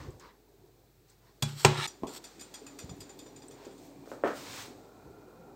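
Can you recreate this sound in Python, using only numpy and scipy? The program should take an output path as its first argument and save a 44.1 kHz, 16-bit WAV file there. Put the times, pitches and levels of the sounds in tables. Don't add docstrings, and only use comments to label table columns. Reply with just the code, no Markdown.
import sys
import numpy as np
from scipy import signal
from scipy.io import wavfile
from scipy.ndimage import uniform_filter1d

SR = 44100
rng = np.random.default_rng(int(sys.argv[2]) if len(sys.argv) > 2 else 0)


def to_linear_factor(level_db):
    exponent = np.asarray(level_db, float) / 20
    return 10 ** exponent


def store_wav(level_fs):
    pcm = np.round(np.clip(np.atleast_2d(level_fs), -1, 1) * 32767)
    wavfile.write(sys.argv[1], SR, pcm.T.astype(np.int16))


N = 244755

# (time [s], murmur level [dB], hiss level [dB])
BACKGROUND_LEVELS = [(0, -51, -61.5), (.3, -66, -72), (.65, -65, -70.5), (.97, -69, -71.5), (1.4, -66, -69),
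                     (1.86, -54.5, -41.5), (1.9, -59.5, -68.5), (2.25, -59, -59), (2.86, -54, -61.5),
                     (3.3, -55.5, -64), (3.76, -54.5, -63.5), (4.05, -54, -65.5), (4.7, -50.5, -59.5),
                     (4.9, -54, -67), (5.55, -53.5, -69.5)]
# (frequency [Hz], level [dB])
MURMUR_COLOUR = [(18, -42), (30, -12), (69, -36.5), (98, 0.5), (177, -6), (379, 2), (431, -1), (579, -6.5),
                 (809, -7.5), (1090, -15), (1380, -29), (1760, -27.5), (2500, -31), (3250, -50),
                 (5500, -120)]
# (frequency [Hz], level [dB])
HISS_COLOUR = [(710, -29.5), (1200, 1.5), (1870, -1.5), (2550, -1.5), (2800, -4.5), (3100, -4.5),
               (3500, -2), (4080, 0.5), (5070, -3), (8170, -3.5), (9610, -11.5), (15200, -1.5), (16000, -5)]
HUM_HZ, HUM_DB = 49.4, -66
BUBBLES_PER_S, BUBBLE_DB = 14, -15.5
TOP_HZ, TOP_DB, TOP_FOLLOWS = 9000, -70.5, 0.25
# (start [s], end [s], centre [Hz], width [Hz], level [dB])
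HUMMING_BANDS = [(0.27, 0.79, 418, 70, -68.5), (0.3, 1.57, 117, 55, -68.5), (2.299, 4.752, 281.7, 31, -58),
                 (2.7, 3.84, 403, 43, -60), (2.8, 4.402, 136, 8.2, -67.5), (3.699, 4.3, 2380, 230, -78),
                 (4.699, 5.65, 1380, 160, -68), (4.8, 5.65, 2440, 110, -82.5)]
# (time [s], level [dB], centre [Hz])
TICK_EVENTS = [(.106, -60, 7600), (0.197, -53.5, 7000), (1.1, -60.5, 7940), (2.128, -64, 11500),
               (2.845, -63, 12000), (2.965, -65, 11000), (3.187, -62, 14000), (3.483, -48, 8100),
               (3.52, -61, 13500), (3.853, -65, 11100), (4.66, -58, 9800)]

# (start [s], peak [s], end [s], level [dB], brightness [dB per octave])
RUSTLE_STROKES = [(0.0, 0.003, 0.17, -53.5, 0.5), (0.196, 0.2, 0.28, -59, 3.5),
                  (0.2, 0.245, 0.38, -53.5, -1.5), (1.07, 1.1, 1.17, -65, 7.5),
                  (1.21, 1.29, 1.36, -67, 1.5)]
# (frequency [Hz], level [dB])
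RUSTLE_SPECTRUM = [(500, -5), (850, -30), (1010, 5), (1260, -7), (1750, -3.5), (2800, -15), (4700, -12.5),
                   (8500, -25), (9800, -40), (16000, -28)]
# (start [s], peak [s], end [s], level [dB])
HANDLING_STROKES = [(0.0, 0.003, 0.07, -40.5), (0.04, 0.088, 0.2, -39.5), (2.835, 2.85, 2.89, -44.5),
                    (2.88, 2.915, 2.98, -53), (2.98, 3.016, 3.06, -47.5), (5.055, 5.078, 5.13, -45)]
# (frequency [Hz], level [dB])
HANDLING_SPECTRUM = [(18, -40), (30, -26), (81, 7), (129, -0.5), (225, -35), (331, -3.5), (500, -13),
                     (650, -90), (1100, -120)]
# (time [s], level [dB])
HOUSING_KNOCKS = [(2.839, -37.5), (2.894, -41), (2.911, -36.5), (2.918, -44), (2.932, -40), (2.988, -43),
                  (5.073, -50)]
# (frequency [Hz], level [dB])
HOUSING_COLOUR = [(30, -25), (70, 2), (130, 2), (190, 4), (300, -22), (600, -42), (1200, -66)]

# (time [s], level [dB], treble tilt [dB per octave], ring level [dB])
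PAN_THUDS = [(2.022, -38, -9.5, -1.5), (2.0345, -26, 5, -6.5)]
# (frequency [Hz], level [dB], decay by 60 dB [s])
PAN_MODES = [(143, -25, 0.099), (213, -4.5, 0.1), (356, -1, 0.13), (470, -22, 0.087), (670, -5, 0.14),
             (1030, -10, 0.12)]
# (frequency [Hz], level [dB])
PAN_CRACK_COLOUR = [(60, -27), (150, 1.5), (382, 6), (543, -10.5), (1060, -10), (1560, -43), (2470, -42),
                    (5000, -56), (11000, -71)]
# (frequency [Hz], decay by 60 dB [s])
PAN_TAIL_DECAY = [(100, 0.089), (400, 0.65), (1200, 0.54), (4000, 0.73)]
# (time [s], level [dB], treble tilt [dB per octave], ring level [dB])
DISH_KNOCKS = [(3.667, -39, -14.5, -4), (4.059, -49, 3, -9), (4.075, -40.5, -3, -1),
               (4.1165, -30.5, -1, 9.5), (4.2375, -15.5, -2.5, -2), (4.2465, -25.5, 4, -8),
               (4.2615, -25.5, 3, -3), (4.274, -27, 6, 8), (4.287, -28, -2.5, 11), (4.31, -33.5, 5, 12)]
# (frequency [Hz], level [dB], decay by 60 dB [s])
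DISH_MODES = [(283, -8, 0.34), (400, -17, 0.13), (455, 1, 0.063), (500, -5, 0.014), (548, 0.5, 0.084),
              (770, -20, 0.054), (1012, -2, 0.034), (1300, -7, 0.091), (1500, -20, 0.085),
              (1786, -7, 0.064), (2390, -24, .06), (3260, -37, 0.074)]
# (frequency [Hz], level [dB])
DISH_CRACK_COLOUR = [(59, -66), (100, -42), (156, -28), (295, 5), (373, 1.5), (583, 10.5), (752, -1),
                     (1450, -5), (1900, -11), (2320, -19), (3400, -27), (4200, -54), (8460, -46),
                     (10200, -58), (16000, -52.5)]
# (frequency [Hz], decay by 60 dB [s])
DISH_TAIL_DECAY = [(150, 0.52), (500, 0.29), (1500, 0.39), (4000, 0.15), (12000, 0.12)]
# (start [s], peak [s], end [s], level [dB], brightness [dB per octave])
SLIDE_STROKES = [(3.54, 3.65, 3.78, -57.5, -1.5), (3.76, 3.85, 3.97, -62.5, 9),
                 (4.05, 4.12, 4.22, -59, 6.5), (4.24, 4.28, 4.45, -49.5, 0.5), (4.335, 4.37, 4.52, -51, 6),
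                 (4.36, 4.6, 4.74, -44, 3)]
# (frequency [Hz], level [dB])
SLIDE_SPECTRUM = [(180, -36), (300, -12), (645, 1), (994, 4), (1750, -1.5), (2500, -2.5), (2850, -5.5),
                  (3700, -3.5), (8220, -12.5), (9880, -25.5), (16000, -19.5)]

# (time [s], level [dB], what lands [name])
LID_CLINKS = [(1.4227, -21.5, "flat"), (1.8721, -26.5, "near"), (2.068, -33.5, "near"),
              (2.2396, -28.5, "near"), (2.3935, -33, "near"), (2.4076, -30.5, "near"),
              (2.5382, -27.5, "near"), (2.664, -32.5, "far"), (2.787, -27, "near"), (2.8913, -35, "far"),
              (3.003, -30.5, "near"), (3.0917, -35.5, "far"), (3.1882, -33.5, "near"),
              (3.261, -38.5, "far"), (3.36, -37, "near"), (3.419, -39, "far"), (3.508, -38, "near"),
              (3.648, -40, "near"), (3.7077, -45, "far"), (3.778, -46, "near")]
LID_LANDINGS = {"flat": (0.52, -9, 0.00067), "near": (0.08, -5, 0.0071), "far": (-2.8, -5, 0.0061)}
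# (frequency [Hz], level [dB], decay by 60 dB [s])
LID_MODES = [(2524, -7, 0.072), (3354, -6.5, 0.068), (3620, -4, 0.081), (4400, -23, 0.089),
             (4900, 2.5, 0.047), (5816, -8.5, 0.14), (6830, -5, 0.063), (7070, 6.5, 0.053),
             (7110, -11, 0.25), (7190, -8.5, 0.22), (7360, -28, 0.1), (8600, -13, 0.28), (8700, -14, 0.092),
             (8540, -5, 0.04), (11920, -17, 0.068)]
# (frequency [Hz], level [dB])
LID_CRACK_COLOUR = [(410, -12.5), (700, -0.5), (1440, -2.5), (2550, -3.5), (3000, -7), (3460, 1.5),
                    (3990, -5), (4730, 4), (5400, -4), (7290, 0.5), (8880, -1), (9480, -25), (12200, -5),
                    (16000, -48.5)]
# (frequency [Hz], decay by 60 dB [s])
LID_TAIL_DECAY = [(1000, 0.46), (4000, 0.36), (9000, 0.2), (15000, 0.071)]
# (start [s], peak [s], end [s], level [dB], brightness [dB per octave])
SCRAPE_STROKES = [(1.44, 1.47, 1.61, -51, -1.5), (1.55, 1.615, 1.75, -43.5, 0),
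                  (2.066, 2.08, 2.17, -52, -0.5), (2.105, 2.162, 2.198, -46.5, 0.5)]
# (frequency [Hz], level [dB])
SCRAPE_SPECTRUM = [(290, -38.5), (500, -22), (1340, -1.5), (2190, -3), (2810, -4.5), (3980, -3.5),
                   (6230, -9), (7420, -1.5), (10100, -16), (12900, -11.5), (16000, -14)]
# (frequency [Hz], width [Hz], level [dB])
SCRAPE_RESONANCES = [(876, 50, 6), (1385, 55, -7), (3270, 170, -2), (4400, 266, 1.5), (5540, 180, 2),
                     (8000, 330, 1.5), (12970, 900, -3.5)]

# (start [s], peak [s], end [s], level [dB], brightness [dB per octave])
DRAG_STROKES = [(1.67, 1.79, 1.84, -35, 0.5), (1.77, 1.845, 1.868, -30.5, 1)]
# (frequency [Hz], level [dB])
DRAG_SPECTRUM = [(290, -67.5), (500, -25), (893, 2), (1060, -13), (1340, 2), (1530, -18), (1720, 0.5),
                 (2570, -10.5), (3340, -8), (8210, -17.5), (16000, -25)]
# (frequency at the start of a stroke [Hz], width [Hz], level [dB])
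DRAG_RESONANCES = [(876, 52, -3), (1150, 31, -1), (1347, 53, 0.5), (1700, 50, -6), (2190, 88, -5.5),
                   (2760, 90, 0), (3280, 100, 4), (3720, 42, 5), (4050, 80, 1.5), (5250, 70, 4),
                   (7550, 60, 4), (8380, 98, 0)]
# (frequency [Hz], level [dB], decay by 60 dB [s])
WORKTOP_MODES = [(72.2, -8, 0.14), (113.3, -4.5, 0.35), (143.7, -0.5, 0.47), (148, -9.5, 0.15),
                 (219.3, -5.5, 0.22)]
BOOM_LAG_S = 0.01063
# (time [s], level [dB], treble tilt [dB per octave], ring level [dB], worktop boom level [dB])
POT_LANDINGS = [(1.4249, -18.5, 5, 0, -28.5), (1.648, -0.5, 2, -3.5, -20)]
# (frequency [Hz], level [dB], decay by 60 dB [s])
POT_MODES = [(372, -12, 0.52), (388, -12.5, 0.39), (614, -10, 0.1), (811, -12.5, .25), (820, -4.5, 0.15),
             (873, -7.5, 0.19), (987, -24.5, 0.4), (1365, -16.5, 0.22), (1536, -15, 0.22),
             (1660, -18, 0.16), (2394, -15.5, 0.1516), (2664, -13.5, 0.075), (3395, -11.5, .13),
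             (3960, -28, 0.3), (5200, -25.5, 0.0805), (5460, -29, 0.2), (8210, -24, 0.078)]
# (frequency [Hz], level [dB])
POT_CRACK_COLOUR = [(120, -30), (200, -14.5), (265, -26), (380, 8), (700, -2.5), (1000, 3.5), (1500, -9.5),
                    (2560, -7.5), (3130, -10), (3840, -12.5), (5250, -15.5), (8030, -16.5), (10400, -38),
                    (15300, -33.5), (16500, -63)]
# (frequency [Hz], decay by 60 dB [s])
POT_TAIL_DECAY = [(80, 0.168), (300, 0.52), (1000, 0.58), (3000, 0.51), (8000, 0.26), (15000, 0.11)]
# start [s], end [s]
SILENCE_S = (1.8675, 1.8735)

HARD_DB = -33
MIC_LOW_HZ, MIC_TOP_HZ = 45, 15850


def evened(x):
    return x / np.sqrt(np.mean(x ** 2) + 1e-20)


def read(points, hz):
    f, value = np.transpose(points)
    return np.interp(np.log(hz + 1), np.log(f + 1), value)


def add(mix, s, sound):
    part = mix[round(s * SR):][:len(sound)]
    part += sound[:len(part)]


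def noise(count, field_db, size=256):
    frames = 4 * count // size + 5
    hz = np.fft.rfftfreq(size, 1 / SR)[:, None]
    t = np.arange(frames) * size / 4 / SR
    real, imaginary = rng.standard_normal((frames, len(hz), 2)).T
    spectra = (real + 1j * imaginary) * to_linear_factor(field_db(hz, t))
    return signal.istft(spectra, nperseg=size, noverlap=3 * size // 4)[1][:count]


def lumps(hz, at, bins, frames):
    grains = rng.standard_normal((len(at), len(hz))).T
    return evened(uniform_filter1d(uniform_filter1d(grains, bins, 0), frames, 1))


def octaves(hz, from_hz=2000):
    return np.log2((np.minimum(hz, 9000) + 50) / from_hz)


def impact(colour_db, count=1024):
    hz = np.abs(np.fft.fftfreq(4 * count, 1 / SR))
    log_gain = np.log(to_linear_factor(colour_db(hz)).clip(1e-5))
    pulse = np.fft.ifft(np.exp(np.conj(signal.hilbert(log_gain)))).real[:count]
    return pulse / np.abs(pulse).max()


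def blows(rows, modes, crack, tail, ring_db, crack_t60, tail_db, treble_from_hz, soft_s, spot_db, swell_s,
          tick_db, impact_db, chatter_s, chatter_db, hold_s=0, waver_db=0, air_per_db=0):
    out, t = np.zeros(N), np.arange(SR // 2) / SR
    hz, db, t60 = np.transpose(modes)
    for s, level_db, treble_db, own_ring_db, *_ in rows:
        air_db = air_per_db * min(level_db - HARD_DB + rng.standard_normal(), 1)

        def tilt(f):
            return treble_db * octaves(f, treble_from_hz) + (f > 9500) * air_db

        def colour_db(f):
            return read(crack, f) + tilt(f)
        snap = noise(len(t), lambda f, at: colour_db(f), size=1024)
        decay = noise(len(t), lambda f, at: colour_db(f) - 60 * at / read(tail, f), size=512)

        where_db = spot_db * rng.standard_normal(len(hz))
        detune = 1 + 0.002 * rng.standard_normal(len(hz))
        decay_db = db + tilt(hz) + where_db - 60 * t[:, None] / t60
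        rings = to_linear_factor(decay_db) * np.sin(2 * np.pi * hz * detune * t[:, None])
        waver = evened(uniform_filter1d(rng.standard_normal((len(t) // 64 + 1, len(hz))), 9, 0))
        waver = uniform_filter1d(np.repeat(waver, 64, 0), 64, 0)[:len(t)]
        rings = (rings * to_linear_factor(waver_db * waver)).sum(1)
        rings *= 1 - np.exp(-t / swell_s)
        rings *= to_linear_factor(ring_db + own_ring_db)

        soft = 1 - np.exp(-t / soft_s)
        crack_shape = to_linear_factor(-60 * (t - hold_s).clip(0) / crack_t60)
        tick_shape = to_linear_factor(tick_db - 60 * t / 0.0095)
        burst = snap * (crack_shape + tick_shape) / snap.std() / 3
        room_tail = to_linear_factor(tail_db) * decay / snap.std() / 3
        sound = (burst + room_tail + rings) * soft
        rebound = (burst + rings) * soft
        for late in rng.random(size=4):
            add(out, s + late * chatter_s, to_linear_factor(level_db + chatter_db - 8 * late) * rebound)
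        add(sound, 0, to_linear_factor(impact_db) * impact(colour_db))
        add(out, s, to_linear_factor(level_db) * sound)
    return out


def rubbed(strokes, colour, rise_db, fall_db, bend, grit_db, patchy_db, rings=(), ring_db=0., glide=0.,
           slip_db=0., size=256):
    out = np.zeros(N)
    for start, peak, end, level_db, *bright in strokes:
        t = np.arange(start, end, 1 / SR)
        before = (peak - t).clip(0) / max(peak - start, 1 / SR)
        after = (t - peak).clip(0) / max(end - peak, 1 / SR)
        stroke_db = level_db - rise_db * before ** bend - fall_db * after ** bend

        def field_db(hz, at):
            peaks = 0
            for centre_hz, width, db in rings:
                moved_hz = centre_hz * (1 + glide * at / (end - start))
                peaks = peaks + to_linear_factor(ring_db + db) / np.sqrt(1 + (2 * (hz - moved_hz) / width) ** 2)
            body_db = 20 * np.log10(1 + peaks)
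            return read(colour, hz) + sum(bright) * octaves(hz) + body_db + patchy_db * lumps(hz, at, 3, 12)
        grit = to_linear_factor(grit_db * evened(uniform_filter1d(rng.standard_normal(len(t)), 150)))
        slips = np.repeat(rng.exponential(size=len(t) // 24 + 1), 24)
        grit = grit * to_linear_factor(slip_db * uniform_filter1d(slips, 12)[:len(t)].clip(0, 4))
        sound = evened(noise(len(t), field_db, size=size) * grit)
        sound = sound * signal.windows.tukey(len(t), 200 / len(t))
        add(out, start, sound * to_linear_factor(stroke_db))
    return out


def simmer():
    s, murmur_db, hiss_db = np.transpose(BACKGROUND_LEVELS)
    t, u = np.arange(N) / SR, np.arange(2200) / SR
    murmur = evened(noise(N, lambda hz, at: read(MURMUR_COLOUR, hz) + 2.5 * lumps(hz, at, 4, 6), size=2048))

    bubbles, kinds = np.zeros(N), np.geomspace(260, 900, 20)
    for hz in kinds:
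        starts = rng.random(N) < BUBBLES_PER_S / len(kinds) / SR
        pops = starts * to_linear_factor(7.5 * rng.exponential(1, N).clip(0, 3))
        chirp = np.sin(2 * np.pi * hz * u * (1 + 5.4 * u))
        pop = chirp * np.exp(-u * hz / 3.7) * (1 - np.exp(-u * hz / 1.9))
        bubbles += signal.oaconvolve(pops, pop * to_linear_factor(read(MURMUR_COLOUR, hz)))[:N]
    low = (murmur + to_linear_factor(BUBBLE_DB) * evened(bubbles)) * to_linear_factor(np.interp(t, s, murmur_db))

    hiss = evened(noise(N, lambda hz, at: read(HISS_COLOUR, hz), size=1024))
    level_db = np.interp(t, s, hiss_db)
    top = signal.oaconvolve(hiss, signal.firwin(201, TOP_HZ, pass_zero=False, fs=SR), "same")
    top_level_db = TOP_DB + TOP_FOLLOWS * (level_db - TOP_DB)
    hiss = (hiss - top) * to_linear_factor(level_db) + top * to_linear_factor(top_level_db)
    return low + hiss + to_linear_factor(HUM_DB) * np.sin(2 * np.pi * HUM_HZ * t)


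def humming():
    out = np.zeros(N)
    for start, end, centre_hz, width, level_db in HUMMING_BANDS:
        count = round((end - start) * SR)
        band = noise(count, lambda hz, at: -20 * np.log10(1 + (2 * (hz - centre_hz) / width) ** 2), size=4096)
        add(out, start, to_linear_factor(level_db) * evened(band) * signal.windows.tukey(count, 0.4))
    return out


def ticks():
    out, t = np.zeros(N), np.arange(1024) / SR
    for s, level_db, centre_hz in TICK_EVENTS:
        burst = noise(len(t), lambda hz, at: -20 * np.log10(1 + ((hz - centre_hz) / 760) ** 2))
        add(out, s, to_linear_factor(level_db - 60 * t / 0.038) * evened(burst))
    return out


def rustles():
    return rubbed(RUSTLE_STROKES, RUSTLE_SPECTRUM, rise_db=13.0, fall_db=22.5, bend=1.58,
                  grit_db=-0.5, patchy_db=1.5)


def handling():
    return rubbed(HANDLING_STROKES, HANDLING_SPECTRUM, rise_db=12.0, fall_db=20.5, bend=0.5,
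                  grit_db=-1.0, patchy_db=2.5, size=1024)


def bumps():
    out, pulse = np.zeros(N), impact(lambda hz: read(HOUSING_COLOUR, hz), count=2048)
    for s, level_db in HOUSING_KNOCKS:
        add(out, s, -to_linear_factor(level_db) * pulse)
    return out


def pan():
    return blows(PAN_THUDS, PAN_MODES, PAN_CRACK_COLOUR, PAN_TAIL_DECAY, ring_db=-11.5, crack_t60=0.087,
                 tail_db=-1.5, treble_from_hz=690, soft_s=0.00055, spot_db=-2.0, swell_s=0.0026, tick_db=1.0,
                 impact_db=-1.0, chatter_s=0.0127, chatter_db=-5.5)


def dishes():
    return blows(DISH_KNOCKS, DISH_MODES, DISH_CRACK_COLOUR, DISH_TAIL_DECAY, ring_db=-23.0, crack_t60=0.041,
                 tail_db=1.0, treble_from_hz=730, soft_s=0.003, spot_db=3.0, swell_s=0.0044, tick_db=-20.0,
                 impact_db=1.0, chatter_s=0.03, chatter_db=-25.0, waver_db=6.5)


def slides():
    return rubbed(SLIDE_STROKES, SLIDE_SPECTRUM, rise_db=10.0, fall_db=23.5, bend=1.44,
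                  grit_db=0.2, patchy_db=1.0)


def lid():
    out = np.zeros(N)
    for part, (treble_db, ring_db, soft_s) in LID_LANDINGS.items():
        rows = [(s, db, treble_db, ring_db) for s, db, lands in LID_CLINKS if lands == part]
        out += blows(rows, LID_MODES, LID_CRACK_COLOUR, LID_TAIL_DECAY, ring_db=-11.5, crack_t60=0.025,
                     tail_db=-9.0, treble_from_hz=5300, soft_s=soft_s, spot_db=3.0, swell_s=0.0013,
                     tick_db=-7.5, impact_db=-29.0, chatter_s=0.018, chatter_db=-6.0, hold_s=0.0034,
                     waver_db=3.5, air_per_db=1.5)
    return out


def scrape():
    return rubbed(SCRAPE_STROKES, SCRAPE_SPECTRUM, rise_db=21.5, fall_db=27.5, bend=2.6, grit_db=2.1,
                  patchy_db=1.0, rings=SCRAPE_RESONANCES, ring_db=12.5, size=512)


def drag():
    return rubbed(DRAG_STROKES, DRAG_SPECTRUM, rise_db=14.5, fall_db=8.0, bend=0.61, grit_db=1.2,
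                  patchy_db=3.0, rings=DRAG_RESONANCES, ring_db=13.0, glide=0.04, slip_db=2.0, size=1024)


def worktop():
    out, t = np.zeros(N), np.arange(SR // 2) / SR
    boom = np.zeros(len(t))
    for hz, db, t60 in WORKTOP_MODES:
        boom += to_linear_factor(db - 60 * t / t60) * np.sin(2 * np.pi * hz * (t - BOOM_LAG_S))
    boom *= 1 - np.exp(-t / 0.00041)
    for s, *_, boom_db in POT_LANDINGS:
        waver_db = 3.5 * evened(uniform_filter1d(rng.standard_normal(len(t)), 900))
        waver_db *= np.minimum(t / 0.071, 1)
        add(out, s, to_linear_factor(boom_db + waver_db) * boom)
    return out


def pot():
    return blows(POT_LANDINGS, POT_MODES, POT_CRACK_COLOUR, POT_TAIL_DECAY, ring_db=-15.0, crack_t60=0.054,
                 tail_db=-15.0, treble_from_hz=1400, soft_s=0.00077, spot_db=-4.0, swell_s=0.00012,
                 tick_db=0.5, impact_db=-1.5, chatter_s=0.022, chatter_db=-31.0, waver_db=4.0)


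def scene():
    t = np.arange(N) / SR
    silence_from, silence_to = SILENCE_S
    room = simmer() + ticks()
    pot_ring = pot()
    knocks = dishes() + pan()
    friction = drag() + scrape() + slides() + rustles()
    microphone = handling() + bumps()
    set_down = (pot_ring + worktop()) * (t < silence_to)
    mix = room + knocks + friction + microphone + set_down + lid() + humming()
    away = np.maximum(silence_from - t, t - silence_to)
    return (mix * np.clip(away / 0.0002, 0, 1))[None]


def top_cut(x):
    return signal.sosfilt(signal.butter(12, 16840, fs=SR, output="sos"), x)


def record(dry):
    bass_filter = signal.butter(3, MIC_LOW_HZ, "high", fs=SR, output="sos")
    low_cut = signal.sosfilt(bass_filter, dry)
    dull = signal.oaconvolve(low_cut, signal.firwin(301, MIC_TOP_HZ, fs=SR)[None], "same")
    picked_up = dull + to_linear_factor(-25.5) * (low_cut - dull)
    rounded = 0.95 * np.tanh(picked_up / 0.95)
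    return top_cut(rounded)


dry = scene()
out = record(dry)
store_wav(out)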